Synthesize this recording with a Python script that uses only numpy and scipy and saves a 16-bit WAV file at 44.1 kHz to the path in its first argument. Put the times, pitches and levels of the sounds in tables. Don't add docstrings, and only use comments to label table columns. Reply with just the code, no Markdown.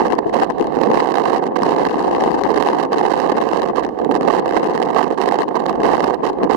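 import sys
import numpy as np
from scipy import signal
from scipy.fft import rfft, irfft
from scipy.io import wavfile

SR = 44100
rng = np.random.default_rng(int(sys.argv[2]) if len(sys.argv) > 2 else 0)


def to_wav(s):
    ch = np.atleast_2d(s).T
    pcm = np.round(np.clip(ch, -1, 1) * 32767)
    wavfile.write(sys.argv[1], SR, pcm.astype(np.int16))


N = 289296
TIME = np.arange(N) / SR


def amp(db):
    return 10 ** (np.asarray(db) / 20)


def unit(x):
    return x / np.sqrt(np.mean(x ** 2) + 1e-20)


def curve(points):
    return np.interp(TIME, *np.transpose(points))


def through_port(x, colour, size=8192):
    # (centre [Hz], width [Hz], depth [dB])
    notches = [(607.5, 83, -9.5), (1377, 240, -14), (2363, 310, -15.5), (3450, 410, -11.5)]
    hz = np.fft.rfftfreq(size, 1 / SR)
    points_hz, points_db = np.transpose(colour)
    db = np.interp(np.log(hz + 1), np.log(points_hz), points_db)
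    for centre_hz, width_hz, depth_db in notches:
        db = db + depth_db / (1 + (2 * (hz - centre_hz) / width_hz) ** 2)
    log_gain = np.log(amp(np.r_[db, db[-2:0:-1]]))
    spectrum = np.exp(np.conj(signal.hilbert(log_gain)))
    taps = np.fft.ifft(spectrum).real[:size // 2]
    return signal.oaconvolve(x, taps / np.linalg.norm(taps))[:N]


def eddies(slow_hz, fast_hz):
    hz = np.fft.rfftfreq(N, 1 / SR) + 1e-6
    below_slow = 1 + (slow_hz / hz) ** 4
    above_fast = 1 + (hz / fast_hz) ** 4
    shape = (hz * below_slow * above_fast) ** -.5
    swirl = unit(irfft(rfft(rng.standard_normal(N)) * shape, N))
    return unit(np.tanh(0.63 * swirl))


def envelope(start, length):
    attack_s, release_s = 0.015, 0.012
    span = slice(*np.searchsorted(TIME, [start - attack_s, start + length + release_s]))
    t = TIME[span] - start
    fade_in = np.clip(t / attack_s + .5, 0, 1)
    fade_out = np.clip((length - t) / release_s + .5, 0, 1)
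    return span, fade_in * fade_out


def holds(table, port):
    return [(*envelope(start, length), db) for start, length, db, side in table if round(side) == round(port)]


def air_speed(flow, port):
    # (start [s], length [s], air speed [dB], port [0 left, 1 right])
    gusts = [(0, 0.04, 5, 0), (0.106, 0.041, 12, 0), (0.184, 0.0088, 18, 1), (0.332, 0.1, 9.5, 1),
             (0.333, 0.011, 7, 0), (0.414, 0.022, 14, 0), (0.494, 0.022, 13.5, 0), (0.581, 0.012, 5, 1),
             (0.582, 0.12, 0.5, 0), (0.725, 0.023, 0.5, 1), (0.89, 0.16, 2.5, 0), (0.932, 0.083, 10, 1),
             (1.139, 0.056, 9, 1), (1.265, 0.028, 6, 0), (1.262, 0.11, 10, 1), (1.362, 0.039, 3.5, 0),
             (1.425, .05, 5, 1), (1.516, 0.025, 1.5, 0), (1.555, 0.016, 16, 1), (1.61, 0.087, 4.5, 0),
             (1.625, 0.11, 8, 1), (2.102, 0.33, 7, 0), (2.354, 0.019, 0, 1), (2.44, 0.032, 15, 0),
             (2.56, 0.019, 12, 0), (2.664, 0.098, 5.5, 0), (2.817, 0.054, 1, 0), (2.931, 0.013, 11, 1),
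             (2.932, 0.13, 3.5, 0), (3.031, 0.24, 8, 1), (3.173, 0.021, 3.5, 0), (3.365, 0.088, 6, 1),
             (3.531, 0.07, 6, 1), (3.304, 0.12, 4, 0), (3.525, 0.017, 13, 0), (3.585, .014, 2, 0),
             (3.617, 0.021, 0, 0), (3.693, 0.019, 12.5, 0), (3.749, 0.048, 11, 1), (3.84, 0.053, -3, 0),
             (4.108, 0.014, 16.5, 1), (4.209, 0.017, 2, 0), (4.243, .012, 7, 1), (4.281, 0.037, 14, 1),
             (4.325, 0.08, 9, 1), (4.35, 0.058, 1.5, 0), (4.567, 0.0084, 21, 1), (4.635, 0.073, 5.5, 0),
             (4.81, .016, 1.5, 0), (4.957, 0.061, 13.5, 1), (5.11, 0.022, 6, 1), (5.115, 0.027, 2, 0),
             (5.276, 0.017, 4, 0), (5.392, 0.049, 8, 0), (5.56, 0.013, 14, 1), (5.686, 0.017, 11, 1),
             (5.7, 0.052, 0, 0), (5.834, 0.012, 1, 0), (5.836, 0.12, 12, 1), (5.908, 0.036, 4.5, 0),
             (6.022, 0.03, 6, 0), (6.071, 0.012, 13, 1), (6.236, 0.045, 10, 1), (6.279, 0.038, 4.5, 0),
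             (6.418, 0.034, 0.5, 0), (6.496, 0.036, 14.5, 1)]
    # (start [s], length [s], air speed [dB], port [0 left, 1 right])
    lulls = [(.082, 0.21, -2.5, 1), (.205, 0.051, -28, 0), (.305, 0.019, -23, 1), (.448, 0.063, -28, 0),
             (.45, 0.27, -1, 1), (.502, 0.043, -13, 1), (.53, 0.07, -21, 0), (.676, 0.023, -2, 1),
             (.72, 0.048, -32, 0), (1.065, 0.043, -20, 0), (1.127, 0.012, -1, 1), (1.483, 0.075, -4, 1),
             (1.55, .055, -25, 0), (1.89, 0.048, -5, 1), (2.096, 0.025, 4, 1), (2.295, 0.042, -15, 1),
             (2.385, 0.084, -8, 1), (2.482, 0.015, -18, 0), (2.58, 0.042, -28, 0), (2.872, 0.028, -10, 1),
             (3.11, 0.025, -26, 0), (3.196, 0.03, -21, 0), (3.33, 0.023, -7, 1), (3.42, 0.034, -26, 0),
             (3.547, 0.024, -28, 0), (3.695, 0.063, -2.5, 1), (3.72, 0.03, -21, 0), (3.86, 0.11, -7.5, 1),
             (3.9, 0.097, -21, 0), (3.97, 0.17, 0, 1), (4.055, 0.037, -39, 0), (4.185, 0.014, -17, 1),
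             (4.306, 0.028, -19, 0), (4.405, 0.046, -2, 1), (4.5, 0.024, -15, 0), (4.635, 0.053, 3.5, 1),
             (4.69, 0.14, 4.5, 1), (5.088, 0.012, -5.5, 1), (5.15, 0.022, -17, 1), (5.155, 0.024, -28, 0),
             (5.425, 0.046, -15, 1), (5.495, 0.055, 1, 1), (5.6, 0.085, -9, 0), (5.725, 0.038, 1.5, 1),
             (5.939, 0.018, -8, 0), (6.132, 0.039, -38, 0), (6.165, 0.058, -12, 1), (6.249, 0.029, -14, 0),
             (6.31, 0.062, -10, 1), (6.37, 0.061, 2.5, 1), (6.371, 0.023, -16, 0), (6.46, 0.041, -2, 1),
             (6.471, 0.041, -30, 0)]
    wander_db = 1.23
    speed_db = curve(flow)
    for span, hold, db in holds(lulls + gusts, port):
        speed_db[span] += hold * (db - speed_db[span])
    return speed_db + wander_db * eddies(slow_hz=5.0, fast_hz=23.7)


def turbulence(colour, swirl_db, level_db, size=3001):
    bunched = through_port(rng.standard_normal(N) * amp(swirl_db), colour)
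    window = np.hanning(size)
    power = signal.oaconvolve(bunched ** 2, window / window.sum(), "same")
    return bunched / np.sqrt(abs(power) + 1e-12) * amp(level_db)


def wind(speed_db, swirl, port, trim_db, rasp_trim_db):
    # (frequency [Hz], relative level [dB per Hz])
    rumble_colour = [(10, -20), (25, -8), (52, 8.5), (70, 4.5), (100, -1), (200, -56), (800, -85)]
    throb_colour = [(60, -48), (105, -26), (150, -12), (220, -5), (340, 0), (500, -0.5), (800, -10.5),
                    (1300, -29.5), (4000, -101)]
    flutter_colour = [(100, -40.5), (230, -18.5), (440, -3), (750, -1.5), (1050, -7.5), (1400, -21.5),
                      (2100, -30), (4000, -59), (9000, -100)]
    rasp_colour = [(200, -49.5), (600, 7.5), (1100, 13), (1800, -0.5), (2600, -8.5), (4000, -24.5),
                   (6000, -40), (14000, -74)]
    # (time [s], level [dB])
    rumble_level = [(0, -49), (1.0, -48.5), (1.06, -60), (2.57, -45), (2.72, -60), (3.58, -49),
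                    (5.43, -54.5), (5.55, -60), (5.75, -46), (6.16, -50.5), (6.56, -48)]
    own = 0.54

    thump_db = thumps(port)
    fine_swirl = np.sqrt(1 - own ** 2) * swirl + own * eddies(slow_hz=30, fast_hz=200)
    rumble_db = curve(rumble_level) + 1.5 + 0.15 * speed_db
    throb_db = -21.5 + 0.39 * speed_db + thump_db
    flutter_db = -24.0 + 0.67 * speed_db + 0.23 * thump_db
    rasp_db = -34 + 1.12 * speed_db + rasp_trim_db
    rumble = turbulence(rumble_colour, 2.2 * swirl, rumble_db, size=12001)
    throb = turbulence(throb_colour, 3.0 * swirl, throb_db, size=4501)
    flutter = turbulence(flutter_colour, 5.1 * swirl, flutter_db, size=4501)
    rasp = turbulence(rasp_colour, 6.4 * fine_swirl, rasp_db, size=4501)
    return amp(trim_db) * (rumble + throb + flutter + rasp)


def sand(speed_db, trim_db):
    # (frequency [Hz], relative level [dB per Hz])
    wisp_colour = [(1000, -14), (2000, -4), (3000, 7), (4300, -1.5), (6000, -11.5), (7200, -14),
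                   (14000, -24.5)]
    sheet_colour = [(1000, -15), (1800, 11), (2400, 6), (2950, 8), (3450, 0), (3900, 5), (4350, -1),
                    (4900, -8), (7000, -22), (14000, -29)]
    # (time [s], level [dB])
    drift = [(0, -58), (.25, -62), (.275, -50), (.32, -62), (.6, -62), (1.5, -64), (3.9, -62.5),
             (4.15, -60.5), (4.9, -62), (5.1, -59), (5.8, -59), (6.2, -62), (6.56, -63)]
    # (time [s], level [dB])
    sheet_level = [(0, -70), (.2, -66), (.45, -57), (.7, -50), (.9, -54), (1.15, -63), (1.5, -85)]
    wisps_db = curve(drift) + 0.11 * speed_db + 1.6 * eddies(slow_hz=0.81, fast_hz=3.8)
    wisps = through_port(rng.standard_normal(N), wisp_colour) * amp(wisps_db)
    sheet = through_port(rng.standard_normal(N), sheet_colour) * amp(curve(sheet_level))
    return amp(trim_db) * (wisps + sheet)


def overload(speed_db, swirl, gain_db, margin_db):
    # (frequency [Hz], relative level [dB per Hz])
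    crackle_colour = [(100, -38), (380, -5), (850, 4), (1700, -9), (2700, -15.5), (4000, -21),
                      (6000, -31.5), (10000, -42), (14000, -50.5)]
    stop_db, knee_db = 4.6, 4
    kinks_per_s, scatter_db, fuzz = 1200, 5.5, 0.06
    bunch_db, spells_db = 2.5, 1.0
    is_kink = rng.random(N) < kinks_per_s / SR
    direction = rng.choice([-1, 1], N)
    strength = amp(scatter_db * np.clip(rng.standard_normal(N), -2, 2))
    ticks = unit(is_kink * direction * strength + fuzz * rng.standard_normal(N))
    travel_db = speed_db + 1.81 * swirl + spells_db * eddies(slow_hz=21, fast_hz=60)
    at_stop = np.clip(.5 + (travel_db - stop_db - margin_db) / knee_db, 0, 1)
    level_db = gain_db + 0.36 * speed_db + bunch_db * swirl
    return through_port(ticks * at_stop * amp(level_db), crackle_colour)


def slaps(port):
    # (time [s], level [dB], port [0 left, 1 right])
    slap_events = [(.061, -11, 0), (.123, -8, 0), (.152, -17, 0), (0.183, -23, 1), (.268, -25, 1),
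                   (.341, -13, 1), (.343, -12, 0), (0.398, -14, 1), (.434, -5.5, 0), (0.501, -13, 0),
                   (.521, -25, 0), (.584, -19, 1), (.597, -16.5, 0), (0.61, -11, 0), (.643, -16.5, 0),
                   (0.67, -17, 0), (.752, -28, 1), (0.815, -8.5, 1), (.835, -8, 1), (.883, -32, 1),
                   (.915, -10, 0), (1.002, -8, 0), (1.034, -20, 0), (1.12, -11, 1), (1.155, -8, 1),
                   (1.171, -13, 0), (1.381, -17, 0), (1.439, -15, 1), (1.468, -17, 1), (1.556, -23, 1),
                   (1.611, -20, 0), (1.633, -5, 1), (1.852, -6.5, 1), (1.887, -14, 0), (1.894, -16, 1),
                   (1.929, -17, 1), (1.971, -27, 0), (1.994, -13, 1), (2.149, -10, 0), (2.207, -10, 1),
                   (2.238, -6.5, 1), (2.316, -10.5, 0), (2.333, -22, 1), (2.436, -6, 0), (2.448, -18, 1),
                   (2.508, -20, 0), (2.544, -12.5, 1), (2.561, -9, 0), (2.576, -7.5, 1), (2.625, -4, 1),
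                   (2.673, -8, 0), (2.687, -7, 0), (2.831, -13, 0), (2.852, -17, 0), (2.931, -6.5, 0),
                   (2.983, -6, 1), (3.056, -19, 0), (3.125, -13.5, 1), (3.176, -15, 0), (3.201, -5, 1),
                   (3.322, -18, 0), (3.371, -16, 1), (3.414, -9.5, 1), (3.489, -9.5, 1), (3.533, -11.5, 1),
                   (3.619, -7.5, 0), (3.676, -19, 0), (3.835, -16, 1), (3.865, -20, 0), (3.89, -20.5, 1),
                   (3.989, -22, 1), (4.047, -13.5, 1), (4.113, -9.5, 1), (4.152, -4.5, 1), (4.174, -29, 1),
                   (4.21, -12.5, 0), (4.275, -18, 0), (4.372, -28, 0), (4.388, -19, 0), (4.449, -27, 0),
                   (4.479, -14, 1), (4.491, -19, 0), (4.535, -20, 0), (4.572, -7, 1), (4.642, -11, 0),
                   (4.736, -19, 0), (4.757, -17, 0), (4.777, -10.5, 1), (4.826, -6, 1), (4.931, -27, 1),
                   (4.99, -11, 1), (5.028, -8, 1), (5.144, -23, 1), (5.176, -17, 1), (5.215, -5, 1),
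                   (5.279, -14, 0), (5.288, -6, 1), (5.325, -17, 1), (5.387, -11, 1), (5.419, -9.5, 0),
                   (5.482, -20, 1), (5.559, -15, 1), (5.663, -8, 1), (5.693, -19, 1), (5.728, -21, 1),
                   (5.755, -25, 1), (5.803, -16, 1), (5.833, -11, 0), (5.855, -6, 1), (5.969, -11.5, 0),
                   (6.005, -8, 1), (6.042, -3, 1), (6.144, -12, 1), (6.295, -22, 0), (6.332, -25, 1),
                   (6.433, -9.5, 0), (6.45, -25, 1), (6.51, -8, 1)]
    # (frequency [Hz], relative level [dB per Hz])
    snap_colour = [(100, -37), (380, -4), (850, 1.5), (1700, -6), (2700, -13.5), (4000, -19.5), (6000, -31),
                   (10000, -42), (14000, -47.5)]
    burst_s, slap_trim_db = .0015, -1.5
    drive = np.zeros(N)
    for start, db, side in slap_events:
        if round(side) == round(port):
            crack = drive[round(start * SR):][:round(burst_s * SR)]
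            crack += amp(db + slap_trim_db) * unit(rng.standard_normal(len(crack)))
    return through_port(drive, snap_colour)


def thumps(port):
    # (start [s], length [s], extra throb [dB], port [0 left, 1 right])
    thump_events = [(.255, 0.017, 16.5, 0), (.6, 0.018, 14, 0), (.75, 0.18, 5.5, 1), (.77, 0.018, 15, 0),
                    (.88, 0.047, 8, 0), (1.59, 0.14, 2, 1), (2.22, 0.3, 2, 0), (2.48, 0.16, 2.5, 1),
                    (4, 0.3, 5.5, 0), (4.015, 0.095, 6, 1), (4.095, 0.11, 4, 1), (4.243, 0.068, 4, 1),
                    (5.78, 0.11, 8, 0), (6.415, 0.045, 9, 0), (6.42, 0.084, 4.5, 1)]
    thump_db = np.zeros(N)
    for span, hold, db in holds(thump_events, port):
        thump_db[span] += hold * db
    return thump_db


def whishes(swirl):
    # (start [s], length [s], level [dB], upper edge [Hz])
    streams = [(1.61, .1, -43, 4500), (1.77, 0.21, -40, 4300), (2.643, 0.12, -38, 4700),
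               (3.29, 0.14, -37, 4500), (4.22, 0.054, -48, 4700), (4.34, .27, -41, 4800),
               (4.676, .08, -53, 4370), (4.96, .08, -55, 3300), (5.24, 0.19, -43, 4600),
               (6.028, .07, -46, 3800)]
    # (frequency [Hz], relative level [dB per Hz])
    whish_colour = [(600, -20), (1700, 8), (2800, -4), (4500, -13), (9000, -15)]
    bunch_db = 6
    drive = np.zeros(N)
    for start, length, db, top_hz in streams:
        span, hold = envelope(start, length)
        lowpass = signal.butter(8, top_hz, fs=SR, output="sos")
        band = signal.sosfilt(lowpass, rng.standard_normal(N))
        fluttering = unit((band * amp(bunch_db * swirl))[span])
        drive[span] += amp(db) * hold * fluttering * np.sqrt(2 * top_hz / SR)
    return through_port(drive, whish_colour)


def scene():
    # (time [s], air speed [dB])
    flow_left = [(0, 1), (.78, -16), (1, -10), (1.5, -6), (1.75, 2), (2.1, 5), (2.52, -9), (3.3, -5),
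                 (3.5, -13), (4, -14.5), (4.55, 1.5), (4.85, -1), (5.08, -17), (5.4, -5), (5.6, -13),
                 (5.8, -7.5), (6.2, -4), (6.56, -6)]
    flow_right = [(0, 8.5), (0.7, 4.5), (1.15, 7), (1.45, 3.5), (1.8, 7.5), (2.0, 3.5), (2.65, 7.5),
                  (2.85, 4.5), (3.15, 8), (3.65, 5), (4.1, 4.5), (4.7, 5.5), (4.9, 5.5), (5.25, 7.5),
                  (5.75, 2), (6.0, 7.5), (6.3, 1.5), (6.56, 6.5)]

    speed_db = air_speed(flow_left, port=0)
    swirl = eddies(slow_hz=22.5, fast_hz=144)
    left = wind(speed_db, swirl, port=0, trim_db=-0.5, rasp_trim_db=-1.5)
    left = left + overload(speed_db, swirl, gain_db=-28.0, margin_db=-0.76)
    left = left + slaps(port=0) + whishes(swirl) + sand(speed_db, trim_db=-0.5)

    speed_db = air_speed(flow_right, port=1)
    swirl = eddies(slow_hz=31.2, fast_hz=170)
    right = wind(speed_db, swirl, port=1, trim_db=1.0, rasp_trim_db=0.5)
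    right = right + overload(speed_db, swirl, gain_db=-23.5, margin_db=1.0)
    right = right + slaps(port=1) + sand(speed_db, trim_db=-1.0)
    return np.array([left, right])


def record(dry):
    edge_hz = 14400
    rounded = dry / (1 + dry ** 8) ** (1 / 8)
    lowpass = signal.firwin(161, edge_hz, window=("kaiser", 9), fs=SR)
    return signal.oaconvolve(rounded, lowpass[None], "same")


dry = scene()
out = record(dry)
to_wav(out)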